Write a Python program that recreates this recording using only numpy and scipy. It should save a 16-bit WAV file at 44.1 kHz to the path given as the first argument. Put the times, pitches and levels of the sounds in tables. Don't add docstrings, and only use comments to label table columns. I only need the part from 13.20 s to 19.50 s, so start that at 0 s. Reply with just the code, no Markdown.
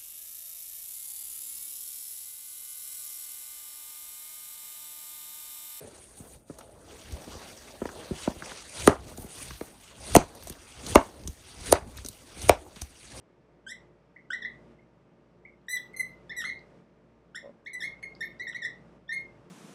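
import sys
import numpy as np
from scipy import signal
from scipy.fft import rfft, irfft
from scipy.io import wavfile
from scipy.ndimage import uniform_filter1d

SR = 44100
rng = np.random.default_rng(int(sys.argv[2]) if len(sys.argv) > 2 else 0)


def gain_from_db(level_db):
    decades = np.asarray(level_db, float) / 20
    return 10 ** decades


def master_out(mix):
    frames = np.transpose(np.atleast_2d(mix))
    ceiling = np.clip(frames, -1, 1)
    pcm = np.round(ceiling * 32767).astype(np.int16)
    wavfile.write(sys.argv[1], SR, pcm)


N = 277830


def read(points, hz):
    f, value = np.transpose(points)
    return np.interp(np.log(hz + 1), np.log(f + 1), value)


def evened(x):
    return x / np.sqrt(np.mean(x ** 2) + 1e-20)


def add(mix, s, sound):
    part = mix[round(s * SR):][:len(sound)]
    part += sound[:len(part)]


def resonate(x, hz, width_hz):
    r = np.exp(-np.pi * width_hz / SR)
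    return 2 * signal.lfilter([1 - r], [1, -r * np.exp(2j * np.pi * hz / SR)], x).real


# (frequency [Hz], density [dB per Hz])
VENT_SPECTRUM = [(25, -20.5), (45, -16), (90, -17), (125, 2), (200, -5.5), (450, -6), (640, -10.5),
                 (760, -13), (2200, -24), (4100, -35.5), (5600, -36.5), (6600, -42), (8100, -44),
                 (11500, -55), (15000, -70)]


def vent(eased_db, patchy_db=0.52):
    frames, hz = N // 512 + 5, np.fft.rfftfreq(2048, 1 / SR)
    real, imag, patches = rng.standard_normal((frames, 1025, 3)).T
    patches = uniform_filter1d(patches, size=20, axis=0)
    patches = evened(uniform_filter1d(patches, size=8, axis=1))
    frame_eased_db = np.interp(np.arange(frames) * 512 / SR, np.arange(N) / SR, eased_db)
    patches += np.outer(.5 * np.clip(hz / 9000, 0, 1), frame_eased_db) / patchy_db
    z = (real + 1j * imag) * gain_from_db(read(VENT_SPECTRUM, hz)[:, None] + patchy_db * patches)
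    return evened(signal.istft(z, nperseg=2048, noverlap=1536)[1][:N])


# (frequency [Hz], width [Hz], level [dB])
FAN_TONES = [(123.5, 13, -31), (150.9, 2.1, -15), (177.76, 5, -7), (229.3, 2.7, -9), (295.3, 18, -13.5),
             (353.7, 2.2, -9.5), (436.5, 12, -11.5)]


def fan():
    white = rng.standard_normal(N)
    return sum(gain_from_db(db) * evened(resonate(resonate(white, hz, width), hz, 3 * width))
               for hz, width, db in FAN_TONES)


MOTOR_HZ = 57.5
HUM_DB, HUM_LEFT = -6, 0.12
# (multiple of MOTOR_HZ, level [dB])
MOTOR_ORDERS = [(9, -14.5), (10, -9.5), (11, -12), (12, -28.5), (14, -33.5), (16, -16.5), (19, -24.5),
                (20, -23.5), (21, -18.5)]
MOTOR_CANCELS = [-.9, .05, 1.02, 1.95, 2.62, 3.62, 4.32, 5.39, 6.3, 7.2]


def motors():
    t = np.arange(N) / SR
    beat_turns = np.interp(t, MOTOR_CANCELS, np.arange(len(MOTOR_CANCELS)))
    beat = HUM_LEFT + abs(np.sin(np.pi * beat_turns)) ** 0.55
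    hum = gain_from_db(HUM_DB) * beat * np.sin(2 * np.pi * MOTOR_HZ * t)
    whine = sum(gain_from_db(db) * np.sin(2 * np.pi * (k * MOTOR_HZ * t + rng.random())) for k, db in MOTOR_ORDERS)
    return whine + hum


CLOSED_DB, OPEN_DB = -63, 5


def air(open_db):
    return gain_from_db(open_db) * (vent(open_db - CLOSED_DB) + fan() + motors())


KNEE_DB, SPAN_DB = -47, 1.5
LAG_S, MEMORY_S, LATE_S, SETTLE_S = 0.055, 0.059, 0.014, 0.038


def opening(sound):
    power = sound ** 2
    for r in np.exp(-1 / (np.array([LAG_S, MEMORY_S]) * SR)):
        power = signal.lfilter([1 - r], [1, -r], power)
    power = np.interp(np.arange(N) - LATE_S * SR, np.arange(N), power)
    loudness_db = 10 * np.log10(power + 1e-9)
    share = 1 / (1 + np.exp(-4 * (loudness_db - KNEE_DB) / SPAN_DB))
    r = np.exp(-1 / (SETTLE_S * SR))
    return CLOSED_DB + OPEN_DB * signal.lfilter([1 - r], [1, -r], share)


def reducer(sound, noise, knee_db=6):
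    z, floor = (signal.stft(x, nperseg=512, noverlap=384)[2] for x in (sound, noise))
    power = uniform_filter1d(abs(z) ** 2, size=5, axis=1)
    knee = gain_from_db(2 * knee_db) * np.mean(abs(floor) ** 2, axis=1, keepdims=True)
    return signal.istft(z * power / (power + knee), nperseg=512, noverlap=384)[1][:N]


WET_TILT_DB_PER_KHZ = -0.54
# (frequency [Hz], t60 [s])
ROOM_T60 = [(500, 0.75), (1500, 0.19), (2100, 0.33), (4000, 0.3), (10000, 0.2), (16000, 0.35)]
# (delay [s], level [dB])
EARLY_ECHOES = [
    (.004, -10.5),
    (.011, -11),
    (.0152, -28.5),
    (.019, -15.5),
    (.027, -30),
]


def room(x, wet_db=-3):
    taps = np.zeros(SR // 2)
    at = np.arange(520, SR // 2 - 20, 10)
    taps[at + rng.integers(0, 10, len(at))] = rng.choice([-1., 1.], len(at))
    hz, t, z = signal.stft(taps, SR, nperseg=256)
    decay = gain_from_db(-60 * t / read(ROOM_T60, hz)[:, None])
    tail = signal.istft(z * decay, SR, nperseg=256)[1]
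    tail *= gain_from_db(wet_db) / np.linalg.norm(tail)
    khz = np.fft.rfftfreq(len(tail), 1000 / SR)
    tail = irfft(rfft(tail) * gain_from_db(WET_TILT_DB_PER_KHZ * khz), len(tail))
    for k, (s, db) in enumerate(EARLY_ECHOES):
        tail[round(s * SR)] += (-1) ** k * gain_from_db(db)
    tail[0] = 1
    return signal.fftconvolve(x, tail)[:N]


# (time [s], peak [dB])
CREAK_SLIPS = [
    (4.229, -49),
    (4.238, -47),
    (4.245, -41.5),
    (4.258, -37),
    (4.262, -57),
    (4.274, -41),
    (4.286, -61),
    (4.293, -40.5),
    (4.304, -55),
]
# (frequency [Hz], width [Hz], level [dB])
BODY_MODES = [(560, 53, 6), (500, 98, -2), (1024, 35, -11)]


def creak():
    slips = np.zeros(N)
    for s, db in CREAK_SLIPS:
        slips[round(s * SR)] = gain_from_db(db)
    tap = np.zeros(2000)
    tap[0] = 1
    ring = sum(gain_from_db(db) * evened(resonate(resonate(tap, hz, width), hz, 3 * width))
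               for hz, width, db in BODY_MODES)
    return signal.oaconvolve(slips, ring / abs(ring).max())[:N]


# (time [s], peak [dB], brightest at [Hz], width [Hz])
TIP_TICKS = [(1.554, -61, 2730, 800), (2.414, -63.5, 4320, 1500), (2.469, -65, 7550, 2500),
             (2.735, -58, 7670, 3030), (3.088, -68, 7240, 2500), (3.216, -36, 7230, 4000),
             (3.241, -44.5, 6860, 4000), (3.391, -50.5, 4320, 990), (4.452, -61.5, 6940, 3050),
             (4.826, -61, 7000, 3000), (4.829, -36.5, 1950, 500), (3.239, -37, 1290, 704),
             (4.951, -45, 4570, 1100), (5, -61, 6800, 2500), (5.042, -54, 11700, 900),
             (5.056, -53, 11800, 466), (5.192, -53, 4740, 1000), (5.235, -56, 12000, 900),
             (5.342, -61, 7500, 3980)]


def ticks():
    out = np.zeros(N)
    t = np.arange(400) / SR
    for s, db, hz, width in TIP_TICKS:
        grit = rng.standard_normal(400) * np.exp(-t / 0.0014)
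        burst = resonate(resonate(grit, hz, width), hz, width)
        add(out, s, gain_from_db(db) * burst / abs(burst).max())
    return out


EASE = .4


def glide(start_hz, to_hz, until, move, t):
    done = np.interp(t, [t[0] + .0005, *until], np.arange(len(until) + 1)) - move
    step_hz = np.diff([start_hz, *to_hz])[move]
    left = 1 - done - EASE * np.sign(step_hz) * done * (1 - done)
    return uniform_filter1d(to_hz[move] - step_hz * left, size=180, mode="nearest")


BLUR_DB = 0.06
SECOND_FOLLOW, SECOND_SHARE = 0.4, .18
BUILD_S, BUILD_DB = 0.0035, -8
EDGE_S, EDGE_DB = .008, -10
# (frequency [Hz], level [dB])
BOARD_RADIATION = [(1300, 0.5), (1540, 3), (1700, -11), (1850, 2.5), (1950, 0), (2050, -1.5), (2130, 0.8),
                   (2220, -6.5)]
# (frequency [Hz], level [dB])
BARREL_RADIATION = [(2600, -4), (3500, 3), (4200, -8.5), (4600, -23), (5300, 1), (6100, -8.5), (6700, -17),
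                    (7700, -2.5), (8900, -17), (10300, -5), (12200, -14.5), (14000, -30), (15800, -31),
                    (19000, -55.5)]


def squeak(landing, moves, wobble, flutter_db=-0.1):
    start, start_hz, second_db, dull_db = landing
    until, to_hz, press_db, sharp_db = moves.T
    t = np.arange(start - .0005, until[-1] + 0.0048, 1 / SR)
    age = t - t[0]
    move = np.minimum(np.searchsorted(until, t), len(until) - 1)
    hz = glide(start_hz, to_hz, until, move, t)
    press_db = uniform_filter1d(press_db[move], size=260, mode="nearest")
    sharp_db = uniform_filter1d(sharp_db[move], size=260, mode="nearest")

    body_db = second_db + SECOND_FOLLOW * (press_db - press_db.mean()) + SECOND_SHARE * sharp_db
    glide_hz_per_ms = abs(np.gradient(hz)) * SR / 1000
    edge_db = press_db + sharp_db - BLUR_DB * glide_hz_per_ms
    edge_db += EDGE_DB * np.exp(-age / EDGE_S)

    slow = [evened(uniform_filter1d(w[:len(t)], size=120)) for w in wobble]
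    phase = 2 * np.pi * np.cumsum(hz * (1 + 0.0016 * slow[0])) / SR
    first_db = press_db + read(BOARD_RADIATION, hz) + BUILD_DB * np.exp(-age / BUILD_S)
    tone = gain_from_db(first_db) * np.sin(phase)
    for k in range(2, 10):
        edge_share = np.clip(0.41 * (k - 2) ** 1.6, 0, 1)
        db = body_db + edge_share * (edge_db - body_db) - dull_db * max(k - 5, 0)
        db += read(BARREL_RADIATION, k * hz) + flutter_db * slow[k - 1]
        tone += gain_from_db(db) * np.sin(k * phase)
    ramp = np.clip(np.minimum(age / 0.003, (t[-1] - t) / 0.01), 0, 1)
    return t[0], np.sqrt(2) * np.sin(np.pi / 2 * ramp) ** 2 * tone


# (time [s], slip rate [Hz], second partial [dB],
# fall of partials above the fifth [dB per partial])
TIP_LANDINGS = [(.465, 1552, -51, 11), (0.961, 1790, -77, 5), (1.052, 2080, -78, 7), (1.103, 1406, -46, 17),
                (1.219, 1966, -46, 6), (1.587, 1970, -85, 5), (2.25, 2000, -75, 5), (2.483, 1800, -42, -3),
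                (2.732, 2110, -63.5, -4.5), (2.763, 2066, -43.5, -3), (3.094, 1743, -47, 27.5),
                (3.164, 1933, -44.5, 0), (3.239, 1327, -37, 7), (4.146, 1326, -50.5, 8.5),
                (4.46, 1682, -46, 5), (4.531, 2021, -48.5, 4), (4.603, 1826, -42, 1.5),
                (4.826, 2114, -42.5, 5.1), (5.006, 1833, -43, -2.5), (5.196, 1914, -41, 17),
                (5.266, 2085, -45.5, 13), (5.321, 1955, -53, 22), (5.346, 1916, -42.5, 2.9),
                (5.418, 1955, -45, 13), (5.879, 1640, -42.5, 2.7)]
# (until [s], slip rate reached [Hz], pressure [dB], sharpness of slips [dB])
FASTER_MOVES = [(.52, 1985, -46, -1), (.528, 2080, -39.5, -55), (.972, 2215, -46, -77),
                (1.113, 1650, -30, -16), (1.131, 1830, -46.5, -12), (1.141, 1958, -29.5, -20.5),
                (1.157, 2050, -40, -35.5), (1.247, 1773, -68, -10), (1.262, 2085, -33, -47),
                (1.603, 2210, -60.5, -35), (2.264, 2300, -43.5, -79), (2.49, 1924, -33, -25.5),
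                (2.503, 1974, -46.5, 5), (3.128, 2177, -39.5, -41), (3.248, 1975, -35.5, -42),
                (3.26, 2100, -32.5, -16), (4.153, 1700, -39.5, -16), (4.167, 1894, -40, -0.5),
                (4.183, 2126, -45, -45), (4.474, 2130, -41, -24.5), (4.64, 2091, -35.5, -15),
                (4.834, 2174, -46, -1.5), (5.031, 2150, -35, -29), (5.235, 2188, -38.5, -37),
                (5.299, 1978, -40.5, -14.5), (5.374, 2240, -37.5, -24), (5.448, 1792, -52, 0.5),
                (5.46, 1996, -30.5, -18.5), (5.89, 1813, -70, -30), (5.925, 2090, -37.5, -35)]
STEADY_MOVES = [(.478, 1560, -42, -14), (1.062, 1920, -67, -27), (2.531, 2019, -40, 1),
                (2.564, 1948, -33, -7.5), (2.741, 2130, -57.5, -6), (2.75, 2000, -41, -36),
                (2.775, 2094, -39.5, 1), (2.795, 2074, -49, 5.5), (2.814, 2008, -26.5, -12),
                (3.105, 1782, -39.5, -17), (3.169, 1972, -44, -3), (3.19, 1930, -37.5, -6.5),
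                (3.21, 1820, -35, -11.5), (3.291, 2145, -38, -17), (4.486, 2225, -35, -35),
                (4.548, 1966, -42, 0), (4.56, 2026, -34, -36), (4.666, 2190, -32.5, -21),
                (4.846, 2124, -33, -22), (5.013, 1827, -38, -7), (5.021, 1773, -30, -22.5),
                (5.044, 2200, -35.5, -26), (5.209, 1954, -36, -25), (5.358, 1910, -34.5, -25.5),
                (5.466, 2110, -38, -41), (5.91, 1824, -34, -36.5), (5.953, 2157, -34.5, -13),
                (5.985, 2089, -36.5, -44)]
SLOWER_MOVES = [(1.234, 1633, -38, -26.5), (2.578, 1590, -44, -21), (3.227, 1220, -51.5, -4),
                (3.302, 1900, -31, -34), (4.612, 1828, -41.5, -6), (4.618, 1620, -40, -13),
                (5.274, 1797, -32, -49), (5.338, 1190, -56.5, -14), (5.438, 1706, -35, -20.5)]


def marker():
    out = ticks()
    moves = np.array(sorted(FASTER_MOVES + STEADY_MOVES + SLOWER_MOVES))
    stroke = np.searchsorted([landing[0] for landing in TIP_LANDINGS], moves[:, 0]) - 1
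    for k, landing in enumerate(TIP_LANDINGS):
        add(out, *squeak(landing, moves[stroke == k], rng.standard_normal((9, 5500))))
    return out


def scene():
    squeaks = room(marker())
    noise = air(opening(squeaks))
    return (reducer(squeaks, noise) + creak() + noise)[None]


def band_limit(x):
    return signal.sosfilt(signal.butter(12, 15710, fs=SR, output="sos"), x)


def record(dry):
    return band_limit(dry)


dry = scene()
out = record(dry)
master_out(out)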